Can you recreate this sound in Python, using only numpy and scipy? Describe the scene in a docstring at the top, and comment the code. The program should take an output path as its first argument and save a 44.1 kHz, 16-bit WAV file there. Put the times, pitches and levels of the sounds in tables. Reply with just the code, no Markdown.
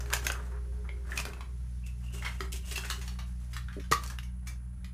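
"""A child handles hollow plastic toy eggs in a small room, over a low mains hum.
First, shell halves click, rub and squeak against each other. Then an egg is fished out of a plastic
tub, with dull bumps that sound the air inside it. It is squeezed until a fingertip slips, and just
before 4 s it snaps open with a hollow ring. Last, the halves and the wrapped filling tick and scrape."""
import sys
import numpy as np
from scipy import signal
from scipy.fft import rfft, irfft, next_fast_len
from scipy.io import wavfile
from scipy.ndimage import map_coordinates

SR = 44100
rng = np.random.default_rng(int(sys.argv[2]) if len(sys.argv) > 2 else 0)


def pcm_store(signal):
    """Save signal as 16-bit PCM."""
    levels = np.round(np.clip(np.atleast_2d(signal), -1, 1) * 32767)
    wavfile.write(sys.argv[1], SR, levels.astype(np.int16).T)


N = 217653


def amp(db):
    return 10 ** (np.asarray(db) / 20)


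def unit(x):
    return x / np.sqrt(np.mean(x ** 2) + 1e-20)


def along(points, hz):
    """Reads a curve of (Hz, value) points on a log frequency axis."""
    freqs, values = np.transpose(points)
    return np.interp(np.log(hz + 1), np.log(freqs + 1), values)


def curves(rows):
    """One automation curve for each column after the time."""
    times, *columns = np.transpose(rows)
    return [np.interp(np.arange(N) / SR, times, column) for column in columns]


def wobble(rate):
    """A smooth random curve, rate knots a second."""
    return map_coordinates(rng.standard_normal(int(N * rate / SR) + 4), [np.arange(N) * rate / SR])


def filtered(x, response):
    """Zero-phase EQ; response gives the gain at each frequency."""
    size = next_fast_len(len(x) + SR // 4)
    return irfft(rfft(x, size) * response(np.fft.rfftfreq(size, 1 / SR)), size)[:len(x)]


def coloured(x, eq):
    """x through an EQ of (Hz, dB) points, at rms 1."""
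    return unit(filtered(x, lambda hz: amp(along(eq, hz))))


def causal(x, gain_db, size=1024):
    """Minimum-phase EQ: colours a hit without sound ahead of its onset."""
    cepstrum = irfft(np.log(amp(gain_db(np.fft.rfftfreq(size, 1 / SR)))))
    cepstrum[1:size // 2] *= 2
    cepstrum[size // 2 + 1:] = 0
    return signal.fftconvolve(x, irfft(np.exp(rfft(cepstrum))))[:len(x)]


def add(track, start_s, sound):
    i = max(round(start_s * SR), 0)
    track[i:i + len(sound)] += sound[:len(track) - i]


def fade(t60):
    """Half a second of exponential decay."""
    return amp(-60 * np.arange(SR // 2) / SR / t60)


def ring(hz, t60):
    """One damped mode."""
    return np.sin(2 * np.pi * hz * np.arange(SR // 2) / SR) * fade(t60)


def stroke(length):
    """A quick swell and a slower release."""
    return np.sin(np.pi * np.linspace(0, 1, int(length * SR)) ** 0.7)


def grains(rate, clump_db):
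    """Friction: a dense run of tiny slips that come in clumps."""
    slips = (rng.random(N) < rate / SR) * rng.standard_normal(N)
    return slips * amp(clump_db * wobble(70))


# The small room's reverb. Each row: frequency in Hz, t60 in seconds.
ROOM_DECAY = [(150, 0.21), (500, 0.28), (1500, 0.25), (4000, 0.25), (8000, 0.19), (15000, .2)]

def in_room(x, wet_db, build_s=0.0048):
    """x plus a fresh diffuse tail whose frequencies die at their own speeds."""
    hz, t, noise = signal.stft(rng.standard_normal(SR // 2), SR, nperseg=256)
    decay = amp(-60 * t / along(ROOM_DECAY, hz)[:, None])
    tail = signal.istft(noise * decay, SR, nperseg=256)[1]
    tail *= 1 - np.exp(-(np.arange(len(tail)) / SR / build_s) ** 2)
    return x + amp(wet_db) * signal.fftconvolve(x, tail / np.linalg.norm(tail))[:len(x)]


# The hum's level ride. Each row: time in seconds, then harmonics one, two and three in dB.
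HUM_LEVELS = [(0, -36, -48, -75), (.45, -36, -52, -60), (1.1, -36.5, -56, -60), (1.37, -42.5, -58, -61.5),
              (1.65, -37, -48, -57), (2.7, -38, -51.5, -54.5), (4.0, -39, -49, -53),
              (4.94, -41, -53.5, -53)]

def mains_hum(mains_hz=60.6, waver_db=(0.5, 2, 2)):
    """Mains hum with two overtones, wavering slowly in pitch and level."""
    phase = 2 * np.pi * np.cumsum(mains_hz + 0.32 * wobble(4.26)) / SR
    out = np.zeros(N)
    for k, db in enumerate(curves(HUM_LEVELS)):
        level = amp(db + waver_db[k] * wobble(5 if k else 5.3))
        out += np.sqrt(2) * level * np.sin((k + 1) * phase + rng.uniform(0, 2 * np.pi))
    return out


# The drone's fade. Each row: time in seconds, level in dB.
DRONE_LEVELS = [(0, -55), (1.25, -58), (1.45, -64), (1.8, -76), (4.94, -92.5)]
# Its tones. Each row: pitch in Hz, relative level in dB.
DRONE_PARTIALS = [(365, -10), (412, -3), (520, -13)]

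def drone():
    """Three faint, fluttering tones that sink away."""
    tones = np.zeros(N)
    for hz, db in DRONE_PARTIALS:
        level = amp(db + 4.1 * wobble(19.75))
        tones += level * np.sin(2 * np.pi * np.cumsum(hz + 12 * wobble(70)) / SR)
    return amp(curves(DRONE_LEVELS)[0]) * unit(tones)


# The colour of the noise bed. Each row: frequency in Hz, gain in dB.
ROOM_TONE_EQ = [(20, -20.5), (40, 1.5), (80, 6), (110, -4), (160, -2), (220, -14.5), (320, -23), (600, -46),
                (1300, -37.5), (2500, -42), (5000, -50), (9200, -41), (10200, -23.5), (10800, -54),
                (15500, -49)]

def room_tone():
    """Steady rumble and hiss, with a thin band near 10 kHz."""
    return amp(-50) * coloured(rng.standard_normal(N), ROOM_TONE_EQ)


# Strokes over the shells. Each row: start in seconds, length in seconds, rustle in dB, hiss in dB.
RUB_STROKES = [(0.0, 0.15, -53.5, -66), (0.108, .1, -59, -48.5), (0.213, 0.12, -47, -54),
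               (0.338, 0.21, -53.5, -65), (0.66, 0.5, -68.5, -93), (1.059, 0.17, -52.5, -59),
               (1.155, .075, -57, -47.5), (1.25, 0.077, -47.5, -56.5), (1.323, 0.2, -62, -90),
               (1.86, 0.047, -68, -54.5), (1.975, .17, -70.5, -64), (2.122, 0.091, -58, -49.5),
               (2.193, 0.21, -62, -53.5), (2.388, .1, -53, -59), (2.519, 0.07, -56.5, -40.5),
               (2.614, 0.33, -55, -52.5), (2.71, 0.031, -76, -43), (2.846, 0.34, -63, -57.5),
               (3.25, 0.089, -70, -68), (3.4, 0.081, -89, -63), (3.484, 0.15, -66, -73),
               (3.97, 0.19, -55.5, -58.5), (4.459, .05, -66, -50)]
# The colours of the hollow rustle and of the hiss. Each row: frequency in Hz, gain in dB.
RUSTLE_EQ = [(200, 6.5), (400, -2.5), (700, -1.5), (1100, -1), (1500, -0.5), (2100, -6.5), (2900, -17),
             (4000, -20), (6000, -23), (12000, -28)]
HISS_EQ = [(1000, -45), (2200, 1.5), (3000, 2.5), (4500, -3), (6300, 3), (8500, 2), (11000, -3),
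           (15500, -8.5)]

def rubbing():
    """Skin and plastic slide over the shells: each stroke swells a hollow rustle and a hiss."""
    # the hands are never quite still
    rustle_level, hiss_level = np.full(N, amp(-70)), np.full(N, amp(-82))
    for start, length, rustle_db, hiss_db in RUB_STROKES:
        add(rustle_level, start, amp(rustle_db) * stroke(length))
        add(hiss_level, start, amp(hiss_db) * stroke(length))
    rustle = rustle_level * coloured(grains(rate=4400, clump_db=4), RUSTLE_EQ)
    hiss = hiss_level * coloured(grains(rate=3500, clump_db=4), HISS_EQ)
    return in_room(rustle + hiss, wet_db=-5)


# Shell meets shell. Each row: start in seconds, level of the first 8 ms in dB, treble in dB,
# ring pitch in Hz, scuff decay time in seconds.
SHELL_CONTACTS = [(0.004, -43.5, 2, 1450, 0.0038), (0.059, -48.5, -5, 1720, 0.0022),
                  (0.102, -43.5, -6, 1630, 0.00115), (0.127, -31, -5.5, 1530, 0.0045),
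                  (0.135, -24, 3, 1630, 0.0013), (0.165, -38.5, -1, 1700, 0.0024),
                  (0.247, -41, 4, 1410, 0.0045), (0.267, -26, -0.5, 1615, .001),
                  (0.3, -29.5, -15.5, 1547, 0.0015), (0.3187, -37.5, 18, 1620, 0.00085),
                  (0.462, -70, -3, 1350, 0.0014), (0.891, -42.5, -20, 2150, 0.002),
                  (1.119, -38, -36, 1820, .0028), (1.175, -31.5, 1, 2490, 0.0019),
                  (1.19, -38.5, -12, 2450, 0.0029), (1.2, -36, -1, 2660, 0.0011),
                  (1.252, -37.5, -5, 1540, 0.0023), (1.333, -46.5, -7, 2600, 0.0024),
                  (1.407, -43.5, -12.5, 1110, 0.0032), (2.223, -41, -15, 2090, 0.0055),
                  (2.247, -38.5, -8, 3180, 0.0073), (2.263, -34, -20, 2114, 0.0028),
                  (2.406, -34, -9.5, 1277, 0.0017), (2.71, -40.5, -3, 2800, 0.0057),
                  (2.757, -37.5, 3, 2860, 0.0049), (2.778, -36, -1.5, 3260, 0.0019),
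                  (2.836, -42.5, -25, 1480, 0.0036), (2.845, -42.5, -5, 1880, 0.0064),
                  (2.9, -32, 0.5, 4200, 0.003), (2.908, -36.5, -6, 2960, 0.0034),
                  (3.013, -46, -2, 2010, 0.0058), (3.077, -43.5, -3.5, 4470, 0.0042),
                  (3.188, -44.5, -8, 1136, 0.0048), (3.531, -47, -3.5, 2020, 0.0075),
                  (3.565, -39, -5, 1810, 0.0031), (3.684, -45.5, -19.5, 1460, 0.003),
                  (3.726, -53, -7.5, 1990, 0.0073), (3.797, -51, -7.5, 1910, 0.0057),
                  (3.839, -55.5, -6, 1620, 0.0055), (4.036, -41.5, -0.5, 1180, 0.0013),
                  (4.062, -46.5, 8, 1100, 0.0008), (4.076, -46.5, 5, 4550, 0.0016),
                  (4.099, -43, 0, 1080, 0.0039), (4.1867, -40, -5.5, 2840, 0.00056),
                  (4.23, -52, -1, 2900, 0.0048), (4.47, -44.5, 1, 2170, 0.0068),
                  (4.844, -50, -4.5, 1980, 0.0035)]
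# The colour of plastic on plastic. Each row: frequency in Hz, gain in dB.
CONTACT_EQ = [(100, -45), (300, -14), (600, 1), (1000, 0.5), (1600, 1), (2500, -1), (3800, -2.5),
              (6300, -0.5), (8000, -6.5), (11000, -8), (15500, -14.5)]
# What the hands hold: an open half, an egg in the tub, then the full egg.
# Each row: start in seconds, base low-end knock in dB, base reverb send in dB.
GRIPS = [(0, -1, -4.5), (1.6, -6.5, -2.5), (3.3, -20, -3)]

def shell_clicks(typical_hz=1500, typical_scuff_s=0.003):
    """Each contact is a scuff, a blur of dense shell modes and one mode that stands out."""
    out, t = np.zeros(N), np.arange(SR // 2) / SR
    for start, db, treble_db, ring_hz, scuff_s in SHELL_CONTACTS:
        _, knock_db, wet_db = [grip for grip in GRIPS if grip[0] <= start][-1]
        knock_db -= 3.5 * np.log2(ring_hz / typical_hz)  # higher contacts knock less
        wet_db += 3 * np.log2(scuff_s / typical_scuff_s)  # longer scuffs leave more tail
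        ring_db = -5 - 0.47 * treble_db  # dull contacts leave a clearer ring
        tilt = [(250, knock_db - 1.5), (650, knock_db), (1200, 0.013), (3200, 0), (6000, treble_db)]
        # every point of contact favours other shell modes
        ripple = np.column_stack([np.geomspace(1800, 15000, 36), 2.37 * rng.standard_normal(36)])
        burst = rng.standard_normal(len(t)) * (np.exp(-t / scuff_s) + amp(-19) * fade(0.14))
        crack = causal(burst, lambda hz: along(CONTACT_EQ, hz) + along(tilt, hz) + along(ripple, hz))
        attack = 1 - np.exp(-t / (0.47 * scuff_s))  # a long, glancing contact starts more softly
        hit = attack * (unit(crack) + amp(ring_db) * unit(ring(ring_hz, t60=0.017)))
        heard = in_room(hit, wet_db)
        add(out, start, amp(db) * heard / np.std(heard[:round(0.008 * SR)]))
    return out


# Plastic drags on plastic, from hollow rubs to thin squeaks.
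# Each row: start in seconds, length in seconds, level in dB, pitch in Hz.
DRAGS = [(0.104, 0.053, -42.5, 1330), (.33, 0.1, -48, 1360), (0.512, 0.088, -53.5, 1200),
         (0.886, 0.045, -64, 3340), (0.841, 0.051, -56, 1270), (1.046, 0.22, -54, 1480),
         (1.112, .035, -42, 1780), (1.172, 0.038, -38.5, 2520), (1.826, 0.11, -60.5, 2640),
         (2.023, 0.45, -59, 2790), (2.252, 0.07, -51, 1550), (2.627, 0.17, -58.5, 2830),
         (2.754, 0.035, -38.5, 2680), (3.689, 0.048, -55.5, 1640)]

def squeaks(typical_hz=1500, typical_width_hz=346):
    """Dragging excites one resonance of the thin plastic; the higher it lies, the narrower it is."""
    out = np.zeros(N)
    for start, length, db, centre_hz in DRAGS:
        width_hz = typical_width_hz * (typical_hz / centre_hz) ** 1.7
        noise = rng.standard_normal(SR // 2)
        tone = filtered(noise, lambda hz: 1 / (1 + ((hz - centre_hz) / width_hz) ** 2))
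        swell = stroke(length)
        add(out, start, amp(db) * swell * unit(tone[:len(swell)]))
    flutter = amp(2.6 * wobble(120))
    return in_room(out * flutter, wet_db=-5.5)


# Dull bumps on the egg. Each row: start in seconds, level in dB.
SOFT_KNOCKS = [(1.282, -36), (2.136, -44), (2.159, -41), (2.405, -31), (2.538, -41), (2.713, -40),
               (2.774, -39), (2.849, -42.5), (2.904, -49), (2.982, -44), (3.116, -53)]

def hollow_bumps():
    """Soft knocks ring only the low resonances of the air in the egg."""
    out = np.zeros(N)
    for start, db in SOFT_KNOCKS:
        detune = 1 + 0.032 * rng.standard_normal()
        cavity = ring(400 * detune, t60=0.083) + 0.62 * ring(325 * detune, t60=0.04)
        add(out, start, amp(db) * cavity * (1 - fade(0.025)))
    return in_room(out, wet_db=-4.5)


# The jerks of a slipping fingertip. Each row: start in seconds, level in dB.
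FINGER_SLIPS = [(3.767, -32), (3.777, -35), (3.782, -37.5), (3.787, -34), (3.798, -48), (3.805, -41)]

def finger_slip(cutoff_hz=680):
    """Under the squeeze a fingertip sticks and slips a few times, and the egg gives a dull creak."""
    out = np.zeros(N)
    body = ring(380, t60=0.03) + 0.5 * ring(290, t60=0.065) + 0.26 * ring(529, t60=0.065)
    thud = body * (1 - fade(0.0038))
    for start, db in FINGER_SLIPS:
        add(out, start, amp(db) * thud)
    return filtered(out, lambda hz: 1 / (1 + (hz / cutoff_hz) ** 8))


# The rim drags over its catch. Each row: time in seconds, rasp level in dB.
RASP_LEVELS = [(3.911, -69.5), (3.9145, -32), (3.919, -29), (3.9225, -28.5), (3.9255, -28), (3.929, -41.5),
               (3.934, -26.5), (3.941, -42), (3.96, -81)]
# Modes of the buckling wall and of the opened egg. Each row: pitch in Hz, level in dB, t60 in seconds.
WALL_MODES = [(140, -23, 0.073), (358, -21.5, 0.037), (441, -22, .045), (620, -30.5, .03)]
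OPEN_EGG_MODES = [(1032, -27, 0.1), (1150, -22.5, 0.15), (1193, -22.5, 0.14), (1217, -11.5, 0.041),
                  (1400, -40, 0.13), (1915, -10.5, 0.02), (2070, -38, 0.11), (2770, -38.5, 0.14),
                  (3780, -30.5, 0.027), (4540, -26.5, 0.045)]

def snap_open(buckle_s=3.9145, release_s=3.9228):
    """The wall buckles with a thump; the rim rasps over its catch, lets go and sets the halves ringing."""
    rasp = amp(curves(RASP_LEVELS)[0]) * coloured(rng.standard_normal(N), CONTACT_EQ)
    thump = sum(amp(db) * ring(hz, t60) for hz, db, t60 in WALL_MODES)
    halves = sum(amp(db) * ring(hz, t60) for hz, db, t60 in OPEN_EGG_MODES)
    shell = np.zeros(N)
    add(shell, buckle_s, thump * (1 - fade(0.011)))
    add(shell, release_s, halves * (1 - fade(0.013)))
    return in_room(rasp, wet_db=-6.5) + in_room(shell, wet_db=-11.5)


def scene():
    """Close handling over a quiet bed, in mono."""
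    bed = mains_hum() + drone() + room_tone()
    handling = rubbing() + shell_clicks() + squeaks() + hollow_bumps() + finger_slip() + snap_open()
    return (bed + handling)[None]


def record(dry):
    """A steep low-pass takes off the very top."""
    cutoff_hz = 15300
    return np.array([filtered(x, lambda hz: 1 / (1 + (hz / cutoff_hz) ** 120)) for x in dry])


dry = scene()
out = record(dry)
pcm_store(out)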